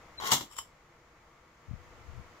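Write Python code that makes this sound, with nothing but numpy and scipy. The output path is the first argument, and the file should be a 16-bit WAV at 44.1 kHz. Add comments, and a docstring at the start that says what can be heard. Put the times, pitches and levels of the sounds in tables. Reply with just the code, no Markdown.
"""Cast-iron elephant bank on a table: the sprung trunk scrapes round its pivot, clacks against the head
and chatters. Scrape: random grains convolved with a shell response; clack: noise rings and sine modes.
A short squeak comes just before the swing; catch ticks go with it; a loose part then slides and clinks.
A fan runs as coloured noise; later handling bumps (sine bursts) and rumble reach the left microphone.
The recorder's gain control ducks on loud peaks, holds and recovers."""
import sys
import numpy as np
from scipy import signal
from scipy.fft import rfft, irfft
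from scipy.io import wavfile
from scipy.ndimage import uniform_filter1d, minimum_filter1d

SR = 44100
rng = np.random.default_rng(int(sys.argv[2]) if len(sys.argv) > 2 else 0)


def dump(signal):
    """Clip the signal to [-1, 1] and save it as 16-bit WAV at the path in sys.argv[1]."""
    limited = np.clip(np.atleast_2d(signal).T, -1, 1)
    pcm = np.round(limited * 32767).astype(np.int16)
    wavfile.write(sys.argv[1], SR, pcm)


N = 105840

# fan and microphone hiss: (frequency [Hz], relative density [dB per Hz])
FAN_COLOUR = [(25, -4.5), (50, 0.5), (130, -2), (190, -9), (340, -4.5), (410, -10), (480, -2.5),
              (580, -7.5), (820, -8), (1180, -5), (1700, -11.5), (2080, -10.5), (2600, -17), (3800, -23),
              (7400, -24), (8000, -35), (15500, -37)]
FAN_DB, FAN_LEFT_DB, FAN_ALIKE_HZ = -55, 1.5, 1347
FAN_RIPPLE_DB, FAN_RIPPLE_HZ = 2.04, 30.42

# handling bumps: (time [s], level [dB], pitch [Hz], Gaussian length [s])
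HANDLING_BUMPS = [(1.687, -34.5, 118.5, 0.0032), (1.698, -32, 74, 0.0055), (1.7129, -25.5, 147.5, 0.002),
                  (1.721, -33.5, 112, 0.0088), (1.738, -24.5, 120, 0.0025), (1.748, -30, 57, .007),
                  (1.815, -45, 86.5, 0.013), (2.092, -35, 78, 0.0048), (2.177, -39.5, 122, 0.019),
                  (2.196, -37.5, 135, 0.0037)]
# handling rumble: (time [s], level [dB])
RUMBLE_LEVEL = [(1.6, -84), (1.72, -43), (1.86, -59), (2.04, -55), (2.18, -42.5), (2.3, -63.5), (2.4, -77)]
# rumble colour: (frequency [Hz], relative density [dB per Hz])
RUMBLE_SPECTRUM = [(20, -4), (60, 2.5), (140, -6), (300, -22.5), (1500, -54)]

# clinks of the loose part: (time [s], level [dB], knock on the body [dB])
PART_CLINKS = [(0.512, -46.5, 8.5), (0.5657, -35, -23), (0.578, -35, -9), (0.5841, -27.5, -15),
               (0.587, -24.5, 2)]
# slide of the loose part: (time [s], level [dB])
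PART_SLIDE = [(.495, -59), (.528, -48), (.56, -54), (0.584, -43)]
# ringing modes of the loose part: (frequency [Hz], level [dB])
PART_MODES = [(3050, -6), (3810, -23.5), (5410, -17), (5590, -11), (6910, -6.5), (7440, -12), (10600, -11)]
# bright tick of the loose part: (frequency [Hz], relative density [dB per Hz])
PART_TICK_COLOUR = [(600, -22.5), (1050, 5.5), (1500, -8), (2500, -9.5), (3100, -0.5), (4300, -14.5),
                    (5400, 1.5), (6200, -19), (7500, 4), (8900, -15.5), (11200, -11), (15500, -16)]
PART_T60_S, PART_CRACK_T60_S, PART_CONTACT_S, PART_RING_DB = 0.13, 0.025, 0.0005, -6.5
SLIDE_ROUGH_DB, SLIDE_ROUGH_HZ = 2, 118

# short knock of the hollow body: (frequency [Hz], level [dB])
KNOCK_MODES = [(950, -10), (1100, -4), (2030, -12)]
KNOCK_T60_S, KNOCK_LAG_S = 0.032, 0.0001  # clinks use half the lag

# recoils of the casting under the trunk: (time [s], level [dB])
RECOIL_HITS = [(0.3182, -24.5), (0.325, -18.5)]
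# low modes of the recoiling casting: (frequency [Hz], level [dB])
CASTING_MODES = [(500, -16), (745, -10.5), (895, -0.5), (1025, -3.5)]
RECOIL_T60_S, RECOIL_LAG_S = 0.051, 0.00008

# ticks of catch and spring: (time [s], level [dB], treble shelf [dB])
CATCH_TICKS = [(0.2007, -31.5, -14.5), (0.2613, -34, -3.5), (0.2657, -43, 3), (0.2727, -32.5, 5.5),
               (0.291, -39, -2.5), (0.3089, -33, 3.5)]
TICK_T60_S, TICK_KNOCK_DB = 0.033, -5
SQUEAK_S, SQUEAK_SIGMA_S, SQUEAK_HZ, SQUEAK_DB = 0.19, 0.0065, 3990, -38

# trunk's swing: (time [s], rubbing level [dB], treble shelf [dB])
TRUNK_SWING = [(.203, -41.5, -9.5), (0.211, -32.5, -10.5), (0.233, -30, -14.5), (0.254, -32.5, -4.5),
               (.27, -29, -0.5), (0.294, -28, -10.5), (0.313, -29, 1)]
SWING_KNOCK_DB = -5.5  # hollow-body knock relative to the shell
GRAINS_PER_S, GRAIN_SPREAD_DB = 450, 3.5

# blows on the iron body: (time [s], level [dB], treble shelf [dB], table thud re blow [dB])
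TRUNK_BLOWS = [(0.3141, -30.5, 13, -24), (0.3171, -22.5, 12, -7.5), (0.3195, -19, 4, -9.5),
               (0.3256, -21, 4, -15.5), (0.334, -28, 10.5, -11), (0.3421, -29.5, 4.5, -11.5),
               (0.369, -32.5, 0.5, -7.5), (0.4077, -33.5, 2, -3)]
# clear modes of the iron body: (frequency [Hz], level [dB])
IRON_MODES = [(905, -17.5), (1022, -19), (1094, -18), (2013, -23.5), (2865, -18.5), (3400, -24.5),
              (3592, -14.5), (3982, -14), (5460, -15.5), (6255, -18), (6800, -28.5), (7306, -12.5)]
# dense modes between them: (frequency [Hz], relative density [dB per Hz])
IRON_COLOUR = [(150, -16.5), (600, -13), (900, 5.5), (1150, 4), (1600, -6.5), (2100, 1.5), (2550, -15),
               (2900, -1), (4400, -3), (4750, -7), (5500, -4.5), (7450, -3.5), (8100, -13.5),
               (10500, -13.5), (11400, -10.5), (15500, -14.5)]
BODY_T60_S, BODY_CRACK_T60_S, BODY_RING_DB, MODE_T60_S = 0.11, 0.022, -2.5, 0.18
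SHELL_RIPPLE_DB, SHELL_RIPPLE_HZ = 2.4, 70
RING_CONTRAST = 1.06  # exponent: above 1 it deepens the peaks and dips of the dense ring's colour
SPOT_SHARE = 0.72  # energy share of the ring redrawn at each contact spot
CONTACT_S = 0.00095
# table top: (frequency [Hz], relative density [dB per Hz])
TABLE_COLOUR = [(40, -18.5), (85, -14), (135, 0), (210, -5.5), (275, 0), (360, -11), (520, -11),
                (900, -13.5), (4000, -69)]
TABLE_T60_S, TABLE_RISE_S = 0.2, 0.0022

TREBLE_HZ = 2734  # shelf midpoint; shell ripple is full above it
ROOM_T60_S, ROOM_RISE_S = 0.22, 0.0043
LEFT_DB, LEFT_LEAD_S = 4.5, 0.00012  # toy nearer the left; knocks and modes pan by half, room by a quarter
ALIKE_HZ = 1110  # stereo correlation 0.5 here; half this for room and thud
AGC_OVER_DB, AGC_DEPTH_DB, AGC_HOLD_S, AGC_RELEASE_DB_S = -19, 5, 0.95, 12.5
CEILING, TOP_HZ = 0.56, 15550


def undb(db):
    """Decibels to amplitude gain."""
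    return 10 ** (np.asarray(db) / 20)


def clock():
    """Time of every sample [s]."""
    return np.arange(N) / SR


def unit(x):
    """Scale to rms 1."""
    return x / np.sqrt(np.mean(x ** 2))


def freqs():
    """Frequency of every spectral line [Hz], at least 1."""
    return np.maximum(np.arange(N // 2 + 1) * SR / N, 1)


def colour(points):
    """Spectral gain, interpolated in dB over log frequency."""
    hz, db = np.array(points, float).T
    return undb(np.interp(np.log(freqs()), np.log(hz), db))


def uneven(db, hz):
    """Random peaks and dips of close resonances, about hz apart."""
    return undb(db * np.interp(freqs() / hz, np.arange(N), rng.standard_normal(N)))


def wander(hz):
    """Random motion of spread 1, low-passed near hz."""
    return unit(irfft(rfft(rng.standard_normal(N)) / (1 + (freqs() / hz) ** 2), N))


def pan(db):
    """Left and right gains, db apart."""
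    return undb(np.array([[db], [-db]]) / 2)


def noise(gain, alike_hz):
    """Coloured stereo noise, rms 1; the channels grow alike below alike_hz."""
    mid, side = rfft(rng.standard_normal((2, N)))
    alike = 1 / (1 + (freqs() / alike_hz) ** 2)
    common = mid * np.sqrt(1 + alike)
    opposed = side * np.sqrt(1 - alike) * np.array([[1], [-1]])
    return unit(irfft(gain * (common + opposed), N))


def fade(t60_s):
    """Exponential decay, 60 dB in t60_s."""
    return np.exp(-np.log(1000) * clock() / t60_s)


def rise(s):
    """Soft attack with time constant s."""
    return 1 - np.exp(-clock() / s)


def late(x, s):
    """Delay a stereo sound by s seconds."""
    return np.pad(x, ((0, 0), (int(s * SR), 0)))[:, :N]


def brighten(x, db):
    """Treble shelf: half of db at TREBLE_HZ."""
    over = (freqs() / TREBLE_HZ) ** 2
    return irfft(rfft(x) * undb(db * over / (1 + over)), N)


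def strike(gain, envelope, room_db):
    """Dense noise ring from the toy plus a slower, more diffuse room answer."""
    direct = noise(gain, ALIKE_HZ) * envelope * pan(LEFT_DB)
    room = undb(room_db) * fade(ROOM_T60_S) * rise(ROOM_RISE_S)
    return direct + noise(gain, ALIKE_HZ / 2) * room * pan(LEFT_DB / 4)


def mode(hz, t60_s):
    """One decaying sine; phase differs more between the microphones at higher hz."""
    t = clock()[:int(2 * t60_s * SR)]
    phase = rng.uniform(0, 2 * np.pi) + rng.standard_normal((2, 1)) * hz / ALIKE_HZ / 2
    decay = np.exp(-np.log(1000) * t / t60_s)
    ring = decay * np.sin(2 * np.pi * hz * t + phase) * pan(LEFT_DB / 2)
    return np.pad(ring, ((0, 0), (0, N - len(t))))


def knock(modes, t60_s, lag_s):
    """Low modes set off together, their phase lagging on the right."""
    t = clock() - np.array([[0], [lag_s]])
    tones = sum(undb(db) * np.sin(2 * np.pi * hz * t) for hz, db in modes)
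    return tones * fade(t60_s) * pan(LEFT_DB / 2)


def body(iron):
    """One contact on the iron shell: crack, dense ring and clear modes."""
    crack = noise(iron, ALIKE_HZ) * fade(BODY_CRACK_T60_S) * pan(LEFT_DB)
    ring = strike(iron ** RING_CONTRAST, undb(BODY_RING_DB) * fade(BODY_T60_S), room_db=-6)
    clear = sum(undb(db) * mode(hz, MODE_T60_S) for hz, db in IRON_MODES)
    return np.sqrt(2) * crack + ring + clear


def fan():
    """Steady air noise, coloured by the room's resonances."""
    air = noise(colour(FAN_COLOUR) * uneven(FAN_RIPPLE_DB, FAN_RIPPLE_HZ), FAN_ALIKE_HZ)
    return air * undb(FAN_DB) * pan(FAN_LEFT_DB)


def handling():
    """Gaussian-windowed sine bumps and low noise rumble on the left microphone alone."""
    t = clock()
    bumps = 0
    for s, db, hz, length_s in HANDLING_BUMPS:
        swell = np.exp(-.5 * ((t - s) / length_s) ** 2)
        bumps = bumps + undb(db) * swell * np.sin(2 * np.pi * hz * (s - t))
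    s, db = np.array(RUMBLE_LEVEL).T
    rumble = noise(colour(RUMBLE_SPECTRUM), ALIKE_HZ)[0] * undb(np.interp(t, s, db))
    return np.array([bumps + rumble, np.zeros(N)])


def slide(gain):
    """The loose part rubs: coloured noise with a rough level."""
    t = clock()
    s, db = np.array(PART_SLIDE).T
    level_db = np.interp(t, s, db) + SLIDE_ROUGH_DB * wander(SLIDE_ROUGH_HZ)
    return noise(gain, ALIKE_HZ) * undb(level_db) * (t > s[0]) * (t < s[-1]) * pan(LEFT_DB)


def clinks():
    """The loose part slides, skips and lands ringing, knocking the hollow body."""
    gain = colour(PART_TICK_COLOUR) * uneven(SHELL_RIPPLE_DB, SHELL_RIPPLE_HZ)
    out = slide(gain)
    for s, db, knock_db in PART_CLINKS:
        tick = strike(gain, fade(PART_CRACK_T60_S), room_db=-14.5)
        ring = undb(PART_RING_DB) * sum(undb(mode_db) * mode(hz, PART_T60_S) for hz, mode_db in PART_MODES)
        hollow = undb(knock_db) * knock(KNOCK_MODES, KNOCK_T60_S, KNOCK_LAG_S / 2)
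        out = out + undb(db) * late((tick + ring + hollow) * rise(PART_CONTACT_S), s)
    return out


def recoil():
    """The hollow casting answers the trunk's weight with low modes."""
    hit = knock(CASTING_MODES, RECOIL_T60_S, RECOIL_LAG_S)
    return sum(undb(db) * late(hit, s) for s, db in RECOIL_HITS)


def squeak():
    """Short pivot squeak: a sine of unsteady pitch under a Gaussian swell."""
    swell = np.exp(-.5 * ((clock() - SQUEAK_S) / SQUEAK_SIGMA_S) ** 2)
    hz = SQUEAK_HZ * (1 + 0.018 * wander(hz=150))
    phase = 2 * np.pi * np.cumsum(hz) / SR
    return undb(SQUEAK_DB) * swell * np.sin(phase) * pan(LEFT_DB)


def ticks(iron):
    """Catch and spring tick: short, dry contacts that knock the shell."""
    out = 0
    for s, db, treble_db in CATCH_TICKS:
        snap = brighten(strike(iron, fade(TICK_T60_S), room_db=-10), treble_db)
        hollow = undb(TICK_KNOCK_DB) * knock(KNOCK_MODES, KNOCK_T60_S, KNOCK_LAG_S)
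        out = out + undb(db) * late(snap + hollow, s)
    return out


def slips():
    """Rasping run of tiny contacts, uneven in spacing, sign and force."""
    gaps = rng.gamma(2, 1 / 2, GRAINS_PER_S)  # mean 1, so the run lasts about 1 s
    at = (np.cumsum(gaps) * SR / GRAINS_PER_S).astype(int)
    size = rng.choice([-1, 1], len(at)) * undb(GRAIN_SPREAD_DB * rng.standard_normal(len(at)))
    return np.bincount(at, size, N)[:N] * np.sqrt(SR / np.sum(size ** 2))


def swing(iron):
    """The pivot sticks and slips: dense tiny contacts ring the body, treble varying through the swing."""
    s, db, treble_db = np.array(TRUNK_SWING).T
    t = clock()
    force = slips() * undb(np.interp(t, s, db)) * (t > s[0]) * (t < s[-1])
    hollow = unit(knock(KNOCK_MODES, KNOCK_T60_S, KNOCK_LAG_S))
    shell = (unit(body(iron)) + undb(SWING_KNOCK_DB) * hollow) / np.sqrt(N)
    out = 0
    # crossfade from one treble setting to the next
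    for share, bright_db in zip(np.eye(len(s)), treble_db):
        part = [force * np.interp(t, s, share)]
        out = out + brighten(signal.fftconvolve(part, shell, axes=1)[:, :N], bright_db)
    return out


def clack(iron):
    """The trunk hits its stop and chatters, ringing the shell; the feet thump the table."""
    out, shell = 0, body(iron)
    for s, db, treble_db, thud_db in TRUNK_BLOWS:
        spot = np.sqrt(1 - SPOT_SHARE) * shell + np.sqrt(SPOT_SHARE) * body(iron)
        ring = brighten(late(spot * rise(CONTACT_S), s), treble_db)
        thud = noise(colour(TABLE_COLOUR), ALIKE_HZ / 2) * fade(TABLE_T60_S) * rise(TABLE_RISE_S)
        out = out + undb(db) * (ring + undb(thud_db) * late(thud, s))
    return out


def scene():
    """The toy, heard first on the left, over fan and handling."""
    ripple_db = SHELL_RIPPLE_DB * np.minimum(freqs() / TREBLE_HZ, 1)
    iron = colour(IRON_COLOUR) * uneven(ripple_db, SHELL_RIPPLE_HZ)
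    toy = clinks() + recoil() + squeak() + ticks(iron) + swing(iron) + clack(iron)
    return fan() + handling() + np.array([toy[0], late(toy, LEFT_LEAD_S)[1]])


def record(dry):
    """Gain control ducks on loud peaks, holds and creeps back; peaks are rounded, the top is cut."""
    peak_db = 20 * np.log10(np.abs(dry).max(axis=0) + 1e-9)
    duck_db = -np.clip(peak_db - AGC_OVER_DB, 0, AGC_DEPTH_DB)
    half = int(AGC_HOLD_S * SR / 2)
    # origin shifts the window into the past
    held_db = minimum_filter1d(duck_db, 2 * half + 1, origin=half, mode="constant")
    creep_db = AGC_RELEASE_DB_S * clock()
    gain_db = uniform_filter1d(np.minimum.accumulate(held_db - creep_db) + creep_db, size=128)
    rounded = CEILING * np.tanh(dry * undb(gain_db) / CEILING)
    low_pass = signal.ellip(8, .2, 70, TOP_HZ, fs=SR, output="sos")
    return signal.sosfilt(low_pass, rounded)


dry = scene()
out = record(dry)
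dump(out)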